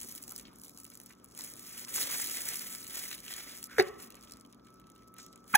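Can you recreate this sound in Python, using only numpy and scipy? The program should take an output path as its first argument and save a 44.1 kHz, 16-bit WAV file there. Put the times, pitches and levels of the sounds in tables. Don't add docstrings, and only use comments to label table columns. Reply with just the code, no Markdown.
import sys
import numpy as np
from scipy import signal
from scipy.fft import rfft, irfft, next_fast_len
from scipy.io import wavfile
from scipy.ndimage import uniform_filter1d, map_coordinates

SR = 44100
rng = np.random.default_rng(int(sys.argv[2]) if len(sys.argv) > 2 else 0)


def log_audio(samples):
    frames = np.atleast_2d(samples).T
    limited = np.clip(frames, -1, 1)
    pcm = np.round(limited * 32767).astype(np.int16)
    wavfile.write(sys.argv[1], SR, pcm)


N = 245637

# [f/Hz, relative spectral level/dB]
FILM_COLOUR = [(2000, -30), (3500, -11), (4800, -4), (6600, -2), (8300, -1), (9600, 0), (11000, -2),
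               (13500, -3), (15500, -2), (17000, -6)]
# [t/s, relative level/dB, crack relative to knock/dB]
CAP_CATCHES = [(3.7847, -17.5, -16.5), (3.789, -24.5, -15), (3.7991, -15, -16), (3.81, -32, -7)]


def amp(db):
    return 10 ** (np.asarray(db) / 20)


def unit(x):
    return x / np.sqrt(np.mean(x ** 2, -1, keepdims=True) + 1e-20)


def along(points, hz):
    f, v = np.transpose(points)
    return np.interp(np.log(hz + 1), np.log(f + 1), v)


def curves(rows):
    s, *cols = np.transpose(rows)
    return [np.interp(np.arange(N) / SR, s, c) for c in cols]


def wobble(rate):
    knots = rng.standard_normal(int(N * rate / SR) + 4)
    return map_coordinates(knots, [np.arange(N) * rate / SR])


def filtered(x, response):
    m = next_fast_len(N + SR // 2)
    return irfft(rfft(x, m) * response(np.fft.rfftfreq(m, 1 / SR)), m)[..., :N]


def rush(spectrum, patchy_db):
    # [f/Hz, correlation]
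    likeness = [(60, 0.89), (150, 0.84), (300, 0.94), (700, 0.12), (1400, 0.38), (3000, 1), (5000, 1),
                (15000, 1)]
    z = signal.stft(rng.standard_normal((2, N)), nperseg=256)[2]
    field = uniform_filter1d(rng.standard_normal(z.shape[1:]), size=4, axis=0)
    field = uniform_filter1d(field, size=7, axis=1)
    pair = signal.istft(z * amp(patchy_db * field / field.std()), nperseg=256)[1][:, :N]

    def mid_side(hz):
        angle = np.arccos(np.clip(along(likeness, hz), -1, 1)) / 2
        return amp(along(spectrum, hz)) * [np.cos(angle), np.sin(angle)]
    mid, side = filtered(pair, mid_side)
    return unit(np.array([mid + side, mid - side]))


def bursts(s, db, colour_db, width, size=512):
    t = (np.arange(size) - size // 4) / SR / np.reshape(width, (-1, 1))
    shape = np.exp(np.minimum(3.56 * t, -4 * t))
    colour = amp(colour_db(np.fft.rfftfreq(size, 1 / SR)))
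    puffs = shape * irfft(rfft(rng.standard_normal((len(s), size))) * colour)
    rows = amp(db)[:, None] * unit(puffs) * np.sqrt(np.mean(shape ** 2, -1, keepdims=True))
    at = np.round(s * SR).astype(int)[:, None] + np.arange(size)
    return np.bincount(at.ravel(), rows.ravel(), N + size)[size // 4:][:N]


def tones(lines, drift, waver_db):
    t = np.arange(N) / SR
    out = 0
    for hz, db in lines:
        strength = amp(db + 2 + waver_db * wobble(6.4))
        out = out + strength * np.sin(2 * np.pi * hz * t + drift * wobble(5.1))
    return out


def kitchen():
    # [t/s, relative rumble level/dB, relative whine level/dB]
    levels = [(0.0, -57, -84), (0.15, -58.5, -64), (0.54, -59.5, -84), (0.81, -61.5, -65.5),
              (1.24, -61.5, -71.5), (1.57, -58, -62), (1.83, -61.5, -64), (2.02, -51.5, -55),
              (2.14, -58, -57.5), (2.51, -59, -57), (2.98, -61, -60), (3.58, -61.5, -59),
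              (3.95, -55.5, -55.5), (4.58, -62, -60.5), (5.57, -60.5, -56.5)]
    # [f/Hz, relative spectral level/dB]
    air_colour = [(20, -42), (32, -35), (50, -2), (90, -11), (260, -1), (450, -7.5), (800, -15.5),
                  (1250, -11), (1700, -23.5), (2600, -62)]
    # [f/Hz, relative spectral level/dB]
    hiss_colour = [(1500, -32), (2200, -1), (3000, -10), (5500, 2.5), (8000, -17), (16500, -7)]
    # [f/Hz, relative level/dB]
    compressor = [(60, -80), (118.4, -71), (188.4, -69.5), (236.5, -67), (279.9, -69.5), (376.8, -75)]
    # [f/Hz, relative level/dB]
    fan = [(1184, -12), (1244, -24), (1303.5, -3.5)]
    rumble_db, whine_db = curves(levels)
    air = amp(rumble_db - 0.8 + 0.55 * np.tanh(wobble(6.4))) * rush(air_colour, patchy_db=1.94)
    high_hiss = amp(-76.5 + 3.8 * np.tanh(2 * wobble(22))) * rush(hiss_colour, patchy_db=2.0)
    hum = tones(compressor, drift=1.51, waver_db=2.0)
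    whine = amp(whine_db - 4.5) * tones(fan, drift=0.9, waver_db=2.7)
    return air + high_hiss + hum + whine


def walls(x, stretch):
    # [f/Hz, t60/s]
    decay = [(200, 0.31), (2000, 0.1), (10000, 0.004)]
    hz, t, z = signal.stft(rng.standard_normal((2, SR // 2)), SR, nperseg=256)
    t60 = stretch * along(decay, hz)[:, None]
    tail = signal.istft(z * amp(-60 * t / t60), SR, nperseg=256)[1]
    return signal.fftconvolve(np.atleast_2d(x), tail / np.linalg.norm(tail[0]), axes=1)[:, :N]


def taps():
    # [t/s, relative level/dB, centre f/Hz]
    bump_rows = [(0.279, -51, 514), (0.32, -48, 960), (0.455, -54, 3500), (0.468, -54, 3400),
                 (0.921, -57.5, 2000), (0.776, -58.5, 988), (1, -53.5, 455), (1.104, -50, 1900),
                 (1.392, -46.5, 1300), (1.873, -48, 1340), (1.951, -50, 764), (1.977, -38.5, 1320),
                 (2.098, -45.5, 1340), (2.153, -48, 1300), (2.463, -47, 1350), (2.541, -53, 1310),
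                 (3.059, -56, 1370), (3.694, -65, 1400), (3.998, -48, 1780), (4.033, -51, 2400),
                 (4.172, -55, 2300), (5.187, -48, 1640)]
    s, db, centre_hz = np.transpose(bump_rows)
    bump_colour = lambda hz: -9 * np.log2((hz + 50) / centre_hz[:, None]) ** 2
    bumps = bursts(s + 0.00302, db - 4.0, bump_colour, 0.022, size=2048)
    pop_s = np.array([CAP_CATCHES[2][0]])
    jolt = bursts(pop_s, [-47], lambda hz: -12 * np.log2((hz + 5) / 110) ** 2, 0.035, size=8192)
    return bumps + jolt


def creak():
    # [t/s, lower band f/Hz, relative level/dB]
    strain = [(3.672, 1410, -79), (3.69, 1395, -58), (3.73, 1503, -55), (3.765, 1556, -54),
              (3.779, 1555, -45), (3.785, 1560, -42)]
    hz, db = curves(strain)
    phase = 2 * np.pi * np.cumsum(hz) / SR
    lower = np.sin(phase + 2.3 * wobble(260))
    upper = amp(-3.0) * np.sin(1.4 * phase + 2.9 * wobble(350))
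    on = (db > strain[0][2]) * (np.arange(N) / SR < strain[-1][0])
    return on * amp(db + 4.6 * wobble(180)) * (lower + upper)


def cap():
    # [f/Hz, relative spectral level/dB]
    knock_colour = [(100, -48), (300, -15), (480, 2), (760, 20.5), (1050, -11), (1500, 20.5), (1900, 23),
                    (2300, 13), (2800, 3), (3700, 8), (4500, -19), (5500, -27)]
    # [f/Hz, relative level/dB, t60/s]
    bottle_modes = [(393, -1, 0.63), (408, -12, 0.58), (560, -2.5, 0.25), (770, -11, 0.71),
                    (1136, -10, 0.76), (1510, -8, 0.25), (1710, -17, 0.47), (1760, -15, 0.3),
                    (1910, -9.5, 0.6), (2060, -6, 0.3), (2240, -19, 0.41), (2510, -19, 0.6),
                    (2910, -15, 0.43), (3500, -22, 0.51)]
    s, db, crack_db = np.transpose(CAP_CATCHES)
    knock = bursts(s, db, lambda hz: along(knock_colour, hz), 0.0035)
    crack = bursts(s, db + crack_db, lambda hz: along(FILM_COLOUR, hz), 0.01)
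    ring, t = np.zeros(N + SR), np.arange(SR // 2) / SR
    onset = 1 - np.exp(-t / 0.011)
    for at, level in zip(s, db):
        modes = 0
        for hz, mode_db, t60 in bottle_modes:
            flutter = hz / 450 * wobble(76.0)[:len(t)]
            modes = modes + amp(mode_db - 60 * t / t60) * np.sin(2 * np.pi * hz * t + flutter)
        ring[round(at * SR):][:len(t)] += amp(level - 24.0) * modes * onset
    return knock + crack + ring[:N]


def reed(rows, orders_db, pan, jet_db):
    # [f/Hz, relative spectral level/dB]
    jet_colour = [(60, -37), (220, 2), (500, -31), (1050, -15), (1500, 8), (1900, 2), (3000, -7),
                  (4500, -4), (7000, -21), (16000, -46)]
    hz, db, tilt_db = curves(rows)
    t = np.arange(N) / SR
    on = (t > rows[0][0]) & (t < rows[-1][0])
    phase = 2 * np.pi * np.cumsum(hz[on]) / SR
    out = on * amp(db + jet_db) * rush(jet_colour, patchy_db=5.0)
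    for k, order_db in enumerate(orders_db, 1):
        half = amp(along(pan, k * hz[on]) / 2)
        offset = 0.11 * (k - 0.7) * wobble(500)[on] - np.pi / 2
        brightness_db = np.log2(max(k / 1.46, 1)) * tilt_db[on]
        tone = amp(db[on] + 3.5 + order_db + brightness_db) * np.sin(k * phase + offset)
        tone *= amp(0.81 * np.log2(k) * wobble(350)[on])
        out[:, on] += tone * [half, 1 / half]
    return out


def pop():
    # [t/s, f/Hz, relative level/dB, overtone tilt/(dB per octave)]
    glide = [(3.780, 533, -55, -1), (3.785, 493, -24.5, -37), (3.792, 445, -22.5, -35),
             (3.797, 392, -16.5, -10.5), (3.803, 389, -19, -13), (3.810, 349, -26.5, 2),
             (3.820, 417, -30, -23), (3.835, 410, -52, -10), (3.845, 385, -81, -12)]
    orders = [0, -6, -20]
    return reed(glide, orders, [(400, 0)], jet_db=-8.5)


def squeak():
    # [t/s, f/Hz, relative level/dB, overtone tilt/(dB per octave)]
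    glide = [(5.533, 1576, -53, -20), (5.538, 1413, -39, -27), (5.541, 1380, -24, -42),
             (5.544, 1100, -23.5, -3), (5.548, 883, -29, -7), (5.5495, 856, -21.5, 0.5),
             (5.555, 798, -17.5, 0.5), (5.558, 833, -18, 0.5), (5.561, 875, -28, -5.5),
             (5.57, 860, -44, -3)]
    orders = [0, 0, -12, -14, -19, -17, -15, -13, -19, -22, -8, -18, -14, -16, -15, -10, -12, -25]
    # [f/Hz, left minus right level/dB]
    shading = [(780, -2), (950, -10), (1150, -2), (1600, -1), (2400, -5), (3300, 1)]
    return reed(glide, orders, shading, jet_db=-9.0)


def creases(s, db, pitch_hz, body_db, width):
    # [f/Hz, relative spectral level/dB]
    held_colour = [(300, -44), (1300, -23), (2000, -9.5), (2650, -12), (3350, -6), (4500, -15), (9000, -57)]
    blotch = uniform_filter1d(rng.standard_normal((len(s), 257)), 24, axis=1)

    def crack_colour(hz):
        octaves = np.log2((hz + 100) / pitch_hz[:, None])
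        return along(FILM_COLOUR, hz) - 6 * octaves ** 2 + 13 * blotch
    crack = bursts(s, db, crack_colour, width)
    uneven = [[1], [-1]] * bursts(s, db - 29.0, crack_colour, width)
    body_colour = lambda hz: along(held_colour, hz) + 16 * blotch
    return crack + uneven + bursts(s, db + body_db - 1.5, body_colour, 1.95 * width)


def sliding_film(rustle_db, slide_db, calm, fits_db, gap_db):
    # [f/Hz, relative spectral level/dB]
    plate_colour = [(150, -68), (300, -10), (550, -8.5), (1000, -12.5), (1550, -6.5), (2000, -2.5),
                    (2400, -5), (2750, -11.5), (3300, -5.5), (4100, -9.5), (5000, -6), (9000, -16)]
    grain_db = fits_db + 2.5 * wobble(140)
    hiss = amp(rustle_db - 2.5 - gap_db * calm + grain_db) * rush(FILM_COLOUR, patchy_db=-1.7)
    flutter_db = .8 * wobble(30) + 2.5 * wobble(120)
    slide = amp(slide_db + 0.54 * fits_db + flutter_db) * rush(plate_colour, patchy_db=0.5)
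    return hiss, slide


def crease_swarm(rustle_db, slide_db, calm, fits_db, gap_db):
    swarm_db, range_db = -8, 18
    draw = rng.random((5000, 4))
    s = draw[:, 0] * (N - 1) / SR
    at = (s * SR).astype(int)
    size_db = range_db * draw[:, 1] ** 6 + 2.0 * fits_db[at]
    db = rustle_db[at] + size_db + swarm_db - gap_db / 2 * calm[at]
    body_db = slide_db[at] - rustle_db[at] - 1.0
    return creases(s, db, 4500 * 2.2 ** draw[:, 2], body_db, 0.00037 + 0.00067 * draw[:, 3])


def single_snaps():
    # [t/s, relative level/dB, nominal pitch f/Hz, body relative to level/dB]
    snap_rows = [(0.004, -32, 9500, -18), (0.0145, -28, 10600, -18), (0.02, -32.5, 9900, -10.5),
                 (0.0321, -29, 9000, -32), (0.0475, -35, 10200, -31), (0.0527, -41, 9500, -20),
                 (0.075, -41, 10000, -20), (0.0879, -31.5, 10330, -29), (0.0927, -40.0, 10000, -23),
                 (0.1134, -35, 10600, -21), (0.124, -32, 9400, -23), (0.1515, -30, 10900, -16),
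                 (0.1592, -33, 11200, -29), (0.1627, -36, 11000, -15), (0.1745, -39, 9500, -20),
                 (0.179, -34, 8800, -10), (0.185, -41, 9500, -20), (0.2183, -48, 10600, -12),
                 (0.2253, -35, 11400, -21), (0.229, -33.5, 10500, -24), (0.2382, -33, 9800, -20),
                 (0.2457, -49, 8800, -16), (0.2723, -48, 10200, -33), (0.28, -32, 9500, -16),
                 (0.294, -33, 10500, -23), (0.3053, -34, 9500, -17), (0.31, -32, 10200, -23),
                 (0.3214, -30, 10400, -20), (0.335, -41, 10500, -14), (0.356, -40, 8900, -18),
                 (0.363, -27.5, 8750, -31), (0.3693, -45, 6200, -15), (0.3804, -32, 9300, -28),
                 (0.385, -39, 10600, -9.5), (0.3886, -36, 10400, -18), (0.3977, -34, 8200, -10),
                 (0.412, -43, 6900, -12), (0.4255, -46, 10400, -27), (0.4307, -51.0, 9000, -14),
                 (0.4543, -53.5, 4200, 10), (0.4761, -53.0, 6900, -5), (0.482, -55, 6300, 4.5),
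                 (0.531, -55, 8300, -3), (0.5367, -51, 11000, -18), (0.556, -51, 10300, -21),
                 (0.56, -42, 11900, -20), (0.5738, -62, 9700, -23), (0.5865, -42, 9600, -25),
                 (0.5988, -42, 9600, -24), (0.6057, -55, 12400, -21), (0.614, -48, 9000, -30),
                 (0.617, -40, 8200, -17), (0.6366, -36, 9000, -20), (0.648, -37.5, 9700, -18),
                 (0.652, -39, 9400, -27), (0.6626, -43, 9800, -10), (0.67, -44, 10100, -11),
                 (0.6826, -39, 9400, -16), (0.6957, -37, 12200, -15), (0.7129, -54, 7700, -22),
                 (0.7381, -51, 8000, -28), (0.7476, -46, 8900, -26), (0.7755, -35.5, 9600, -20),
                 (0.7868, -40, 9300, -18), (0.792, -47.5, 10300, -22), (0.8011, -37.5, 9100, -20),
                 (0.8178, -50, 8500, -28), (0.835, -41, 10300, -29), (0.8455, -36, 10400, -35),
                 (0.852, -36, 8400, -12.5), (0.8653, -41, 9100, -13), (0.8764, -49.0, 9400, -28),
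                 (0.9023, -37, 12100, -20), (0.911, -54, 8200, -23), (0.918, -51, 8400, -2),
                 (0.936, -46, 9300, -18), (0.9394, -43, 9300, -29), (0.946, -43, 9100, -19),
                 (0.954, -38, 9900, -16), (0.974, -38, 9300, -21), (1.0012, -36, 9100, -12.5),
                 (1.0091, -52.5, 7800, -22), (1.0158, -41, 10400, -19), (1.0358, -40, 11100, -30),
                 (1.04, -61, 7900, -18), (1.062, -38.5, 9700, -24), (1.0675, -52, 6670, -26),
                 (1.096, -45, 8700, -12), (1.1259, -48, 10600, -8), (1.135, -51, 9200, -4),
                 (1.1519, -57, 6600, -22), (1.1878, -61, 8300, -7), (1.1995, -57, 5300, -1),
                 (1.2447, -36.5, 10700, -26), (1.2508, -49, 10700, -10), (1.26, -49, 9700, -20),
                 (1.2865, -49, 9900, -27), (1.3006, -55, 6800, -13), (1.3158, -57, 10600, -28),
                 (1.3504, -38.5, 8400, -14), (1.3682, -47, 9000, -12), (1.3766, -32, 7200, -13),
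                 (1.3904, -27, 8900, -29), (1.4093, -31.5, 6700, -8), (1.4194, -33, 8500, -18),
                 (1.4327, -39, 10400, -23), (1.4399, -31, 10000, -29), (1.4466, -30, 10700, -29),
                 (1.464, -37, 9200, -19), (1.4762, -37, 11000, -11), (1.5012, -35, 11800, -25),
                 (1.538, -35, 10300, -19), (1.5569, -40, 9700, -14), (1.5666, -38, 11000, -15),
                 (1.595, -33.5, 10600, -15), (1.6497, -39, 8600, -12), (1.6686, -52, 9400, -12),
                 (1.7345, -44, 6000, -1), (1.7792, -31.5, 9200, -8), (1.795, -32, 9050, -19),
                 (1.803, -33, 10800, -26), (1.849, -32.5, 6060, -13), (1.8749, -43, 8700, -21),
                 (1.884, -36.5, 7600, -4), (1.8914, -34, 8700, -9), (1.9044, -32, 10100, -17),
                 (1.925, -35.5, 10300, -23), (1.953, -31, 8500, -25), (1.9615, -21, 8600, -19),
                 (2.04, -28, 9200, -26), (2.2004, -25, 8800, -23), (2.2203, -31, 8000, -22),
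                 (2.2618, -30, 7700, -24), (2.2751, -35, 9400, -12), (2.2985, -25, 6900, -12.5),
                 (2.323, -29, 8900, -11), (2.343, -28, 8700, -13), (2.358, -34, 9200, -12),
                 (2.371, -25.5, 8200, -8.5), (2.4194, -25.5, 9500, -21), (2.4554, -26, 9200, -18),
                 (2.4884, -21, 9450, -13.5), (2.5053, -40, 8900, -22), (2.526, -33.0, 8700, -15),
                 (2.5443, -28, 9300, -8), (2.5576, -23, 10200, -16), (2.571, -26, 9400, -15),
                 (2.5947, -27, 9000, -26), (2.619, -33, 10400, -12), (2.656, -37, 10800, -26),
                 (2.674, -45, 10600, -23), (2.6891, -43, 7500, -15), (2.6997, -45, 11800, -24),
                 (2.7117, -39, 10400, -11), (2.7505, -28.5, 8100, -9.5), (2.7848, -35, 10600, -21),
                 (2.8068, -37, 8600, -30), (2.8112, -38, 9500, -15), (2.8179, -38, 11700, -18),
                 (2.8291, -34, 8000, -12), (2.842, -34, 8600, -27), (2.8458, -35.5, 7500, -8),
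                 (2.8547, -45, 8300, -3), (2.8687, -34, 8400, -9), (2.8721, -46.0, 7600, -15),
                 (2.878, -34, 11400, -14), (2.8987, -34, 8900, -21), (2.9068, -37.5, 7500, -6),
                 (2.9183, -46, 8800, -24), (2.9342, -34, 9600, -13), (2.949, -32.5, 9100, -10),
                 (2.9576, -29, 9900, -12), (2.9725, -30, 8700, -15), (2.9777, -29, 9400, -16),
                 (2.99, -34, 9000, -9), (3.024, -44, 8300, -24), (3.0279, -39, 8400, -28),
                 (3.054, -31.0, 10900, -18), (3.1143, -35, 7400, 3.5), (3.1294, -36, 6700, 4),
                 (3.1436, -40.5, 6600, 4.5), (3.1643, -50, 8200, -20), (3.181, -44.5, 6900, 1.5),
                 (3.1895, -39, 7200, -5), (3.1936, -44.5, 9500, -21), (3.2033, -36, 8800, -19),
                 (3.2231, -48.0, 9300, -9), (3.2343, -43, 8000, -11), (3.2435, -42, 8800, -9),
                 (3.252, -42, 9600, -7), (3.264, -38, 10600, -4), (3.2813, -36, 6600, 1.5),
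                 (3.3156, -39, 7100, -1), (3.321, -31, 7600, -10), (3.3288, -33.5, 6200, -3),
                 (3.3387, -28.5, 7900, -6), (3.3654, -31, 9500, -10), (3.377, -36, 11600, -23),
                 (3.398, -49, 6500, -11), (3.413, -49, 6900, -11), (3.4836, -50, 9400, -19),
                 (3.4942, -39, 9200, -18), (3.5525, -37.5, 9200, -24), (3.5637, -40, 7500, -16),
                 (3.5689, -37, 11300, -26), (3.5754, -35, 9000, -22), (3.5805, -42, 8400, -18),
                 (3.5865, -36, 10500, -24), (3.5973, -46, 9400, -21), (3.6288, -31.5, 7800, -9.5),
                 (3.6413, -26, 9100, -25.5), (3.6564, -38, 9000, -23), (3.671, -41, 8800, -19),
                 (3.698, -47, 5200, -8), (3.73, -47, 6900, -3), (3.7671, -53, 5700, -2),
                 (3.825, -29, 8800, -20), (3.8868, -46, 8750, -28), (3.9166, -65, 6000, -8),
                 (3.9838, -53, 9800, -14), (3.9891, -51, 8200, -15), (4.0361, -53, 7900, -11),
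                 (4.048, -43, 9100, -23), (4.0738, -46.0, 11400, -23), (4.1046, -37, 10500, -9),
                 (4.1234, -44, 5700, -6), (4.145, -46.5, 7340, -1), (4.1545, -39, 7150, -18),
                 (4.1586, -51, 6800, -20), (4.1695, -48, 9550, -7), (4.211, -44, 6500, -25),
                 (4.22, -49, 8100, -12), (4.227, -43, 7000, -14), (4.2373, -41.5, 8100, -11),
                 (4.2407, -51, 7000, -6), (4.25, -48, 8000, -13), (4.275, -56, 4000, 5.5),
                 (4.2827, -58, 9100, -24), (4.2978, -44.5, 6450, -5), (4.3104, -40, 7300, -17),
                 (4.3216, -33, 5860, -20), (4.337, -40, 5960, -18), (4.361, -52.0, 8700, -9),
                 (4.3715, -46, 6100, -8), (4.399, -48, 7300, -20), (4.4075, -62, 6900, -14),
                 (4.4113, -42, 5560, -16), (4.451, -52.5, 6300, 2), (4.463, -54, 5600, -17),
                 (4.4731, -58, 7300, -11), (4.527, -44, 5500, -13), (4.5323, -56, 5500, 3),
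                 (4.5466, -51.5, 6250, -11), (4.597, -68, 4200, 9), (4.6506, -60, 5530, -25),
                 (4.6687, -52, 4500, -8), (4.6724, -57.5, 5900, 6), (4.6857, -57, 5800, -3),
                 (4.7042, -53, 5700, -13), (4.7275, -58, 7800, -10), (4.7363, -63, 6800, -15),
                 (4.742, -51.5, 9250, -17), (4.758, -60, 6000, -21), (4.7721, -64.5, 5700, -14),
                 (4.7993, -50, 10700, -6), (4.8048, -58.5, 6500, -6), (4.8159, -62, 6400, 2),
                 (4.8422, -65, 3800, 9), (4.8703, -50, 5900, -9), (4.893, -62, 5000, 1),
                 (4.901, -44.5, 9400, -11), (4.919, -52, 7900, -25), (4.9534, -53, 8700, -17),
                 (4.962, -51.5, 7300, -2), (4.98, -56, 10300, -5), (4.9926, -62, 4900, 1),
                 (5.023, -57, 5600, 1.5), (5.034, -57, 6100, -3), (5.0433, -62, 6500, -6),
                 (5.0768, -51, 8500, -22), (5.082, -48.5, 7900, -25), (5.1228, -63, 14300, -29),
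                 (5.1411, -43, 10600, -17), (5.1666, -49, 7900, -3), (5.1853, -36, 6200, -19),
                 (5.2291, -44, 7650, -24), (5.2648, -39, 8700, -12), (5.3128, -70, 5700, -17),
                 (5.3247, -59, 5600, -14), (5.3289, -45, 5370, -17), (5.3347, -53.5, 5100, 1),
                 (5.3598, -41.5, 6400, -12), (5.3773, -51, 7950, -7), (5.4051, -60, 7700, -26),
                 (5.4424, -50, 7200, -8), (5.456, -58.5, 9500, -25), (5.479, -45, 6900, -11),
                 (5.5304, -32, 11200, -25)]
    width_ms, log_scatter, snap_db = 1.68, 0.1, -2
    fold_ms, fold_db = (-1.5, 2.5), (-14, -5)
    s, db, hz, body_db = np.transpose(snap_rows)
    width = width_ms / 1000 * np.exp(log_scatter * rng.standard_normal(len(s)))
    snaps = creases(s, db + snap_db, hz, body_db, width)
    for late, loud, high in rng.random((len(s), 2, 3)).transpose(1, 2, 0):
        fold_s = s + np.interp(late, [0, 1], fold_ms) / 1000
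        level_db = db + snap_db + np.interp(loud, [0, 1], fold_db)
        snaps += creases(fold_s, level_db, hz * 2 ** (high - .5), body_db, width)
    return snaps


def gloves():
    # [t/s, relative rustle level/dB, relative level of slide over food and plate/dB]
    hand_rows = [(0.0, -48, -62), (0.2, -52, -64), (0.31, -53.5, -71), (0.4, -54, -64), (0.51, -68, -67.5),
                 (0.64, -54, -84), (0.73, -60, -84), (0.79, -56.5, -79), (1.1, -57, -74), (1.2, -70, -80),
                 (1.33, -59.5, -76), (1.4, -43, -56), (1.55, -53.5, -66), (1.79, -44, -52.5),
                 (1.85, -46.5, -55), (1.858, -55, -76), (1.885, -47, -58), (1.935, -42, -52),
                 (1.95, -31.5, -43), (2.1, -38, -42.5), (2.18, -32.5, -43), (2.27, -41, -48.5),
                 (2.375, -39.5, -48.5), (2.41, -40.5, -46), (2.5, -39, -44.5), (2.72, -45, -51.5),
                 (2.85, -53, -61), (2.96, -41.5, -47.5), (3.14, -45, -52.5), (3.22, -55.5, -64.5),
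                 (3.3, -44.5, -47.5), (3.56, -50.5, -54), (3.668, -53, -69), (3.678, -61, -74),
                 (3.7, -58.5, -59), (3.82, -53, -58), (3.96, -60.5, -64.5), (4.03, -47, -59.5),
                 (4.1, -65, -69), (4.3, -56, -69), (4.5, -69, -79.5), (5.13, -78, -79.5), (5.2, -44.5, -64),
                 (5.3, -56.5, -80), (5.43, -69, -92), (5.5, -54, -58.5), (5.57, -51, -49)]
    # [t/s, gain well above 8 kHz/dB]
    sheen = [(0, 1), (1.3, -3.5), (1.5, 0), (2.8, 3.5), (3.6, -0.5), (4.05, 0.5), (4.3, -5), (5.1, 0),
             (5.19, -17), (5.4, -21), (5.5, 4.5)]
    calm_db, busy_db = -65.5, -51.5
    fits_depth_db, gap_db = (2, 6), 10
    rustle_db, slide_db = curves(hand_rows)
    calm = np.clip((busy_db - rustle_db) / (busy_db - calm_db), 0, 1)
    fits_db = np.interp(calm, [0, 1], fits_depth_db) * np.tanh(wobble(60))
    hiss, slide = sliding_film(rustle_db, slide_db, calm, fits_db, gap_db)
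    swarm = crease_swarm(rustle_db, slide_db, calm, fits_db, gap_db)
    shelf = amp(curves(sheen)[0]) - 1
    top = lambda x: shelf * filtered(x, lambda hz: 1 / (1 + (8000 / (hz + 1)) ** 6))
    return hiss + top(hiss) + slide, swarm + top(swarm) + single_snaps()


def scene():
    spread, points = gloves()
    points = points + taps()
    bottle = pop() + squeak() + cap() + creak()
    echo = amp(-8.5) * walls(points, stretch=1.0) + amp(-22.5) * walls(bottle, stretch=2.04)
    return spread + points + bottle + echo + kitchen()


def record(dry):
    # [f/Hz, left minus right level/dB]
    tilt = [(60, -0.5), (250, 2), (700, -1.5), (1300, -0.5), (1800, -1), (2350, -3.5), (3000, -0.5),
            (4400, 1), (15000, -1)]
    # [f/Hz, lead of the left port/rad]
    lead = [(0, 0), (900, -1.8), (1380, .2), (3500, 1.6), (4800, 3.14), (17300, 22.0)]
    # [f/Hz, gain/dB]
    edge = [(15700, 0), (16000, -30), (16900, -40)]
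    top_hz = 16950

    def ports(hz):
        half = amp(along(tilt, hz) / 2) * np.exp(.5j * np.interp(hz, *np.transpose(lead)))
        return np.array([half, 1 / half]) * amp(along(edge, hz)) * (hz < top_hz)
    return filtered(dry, ports)


dry = scene()
out = record(dry)
log_audio(out)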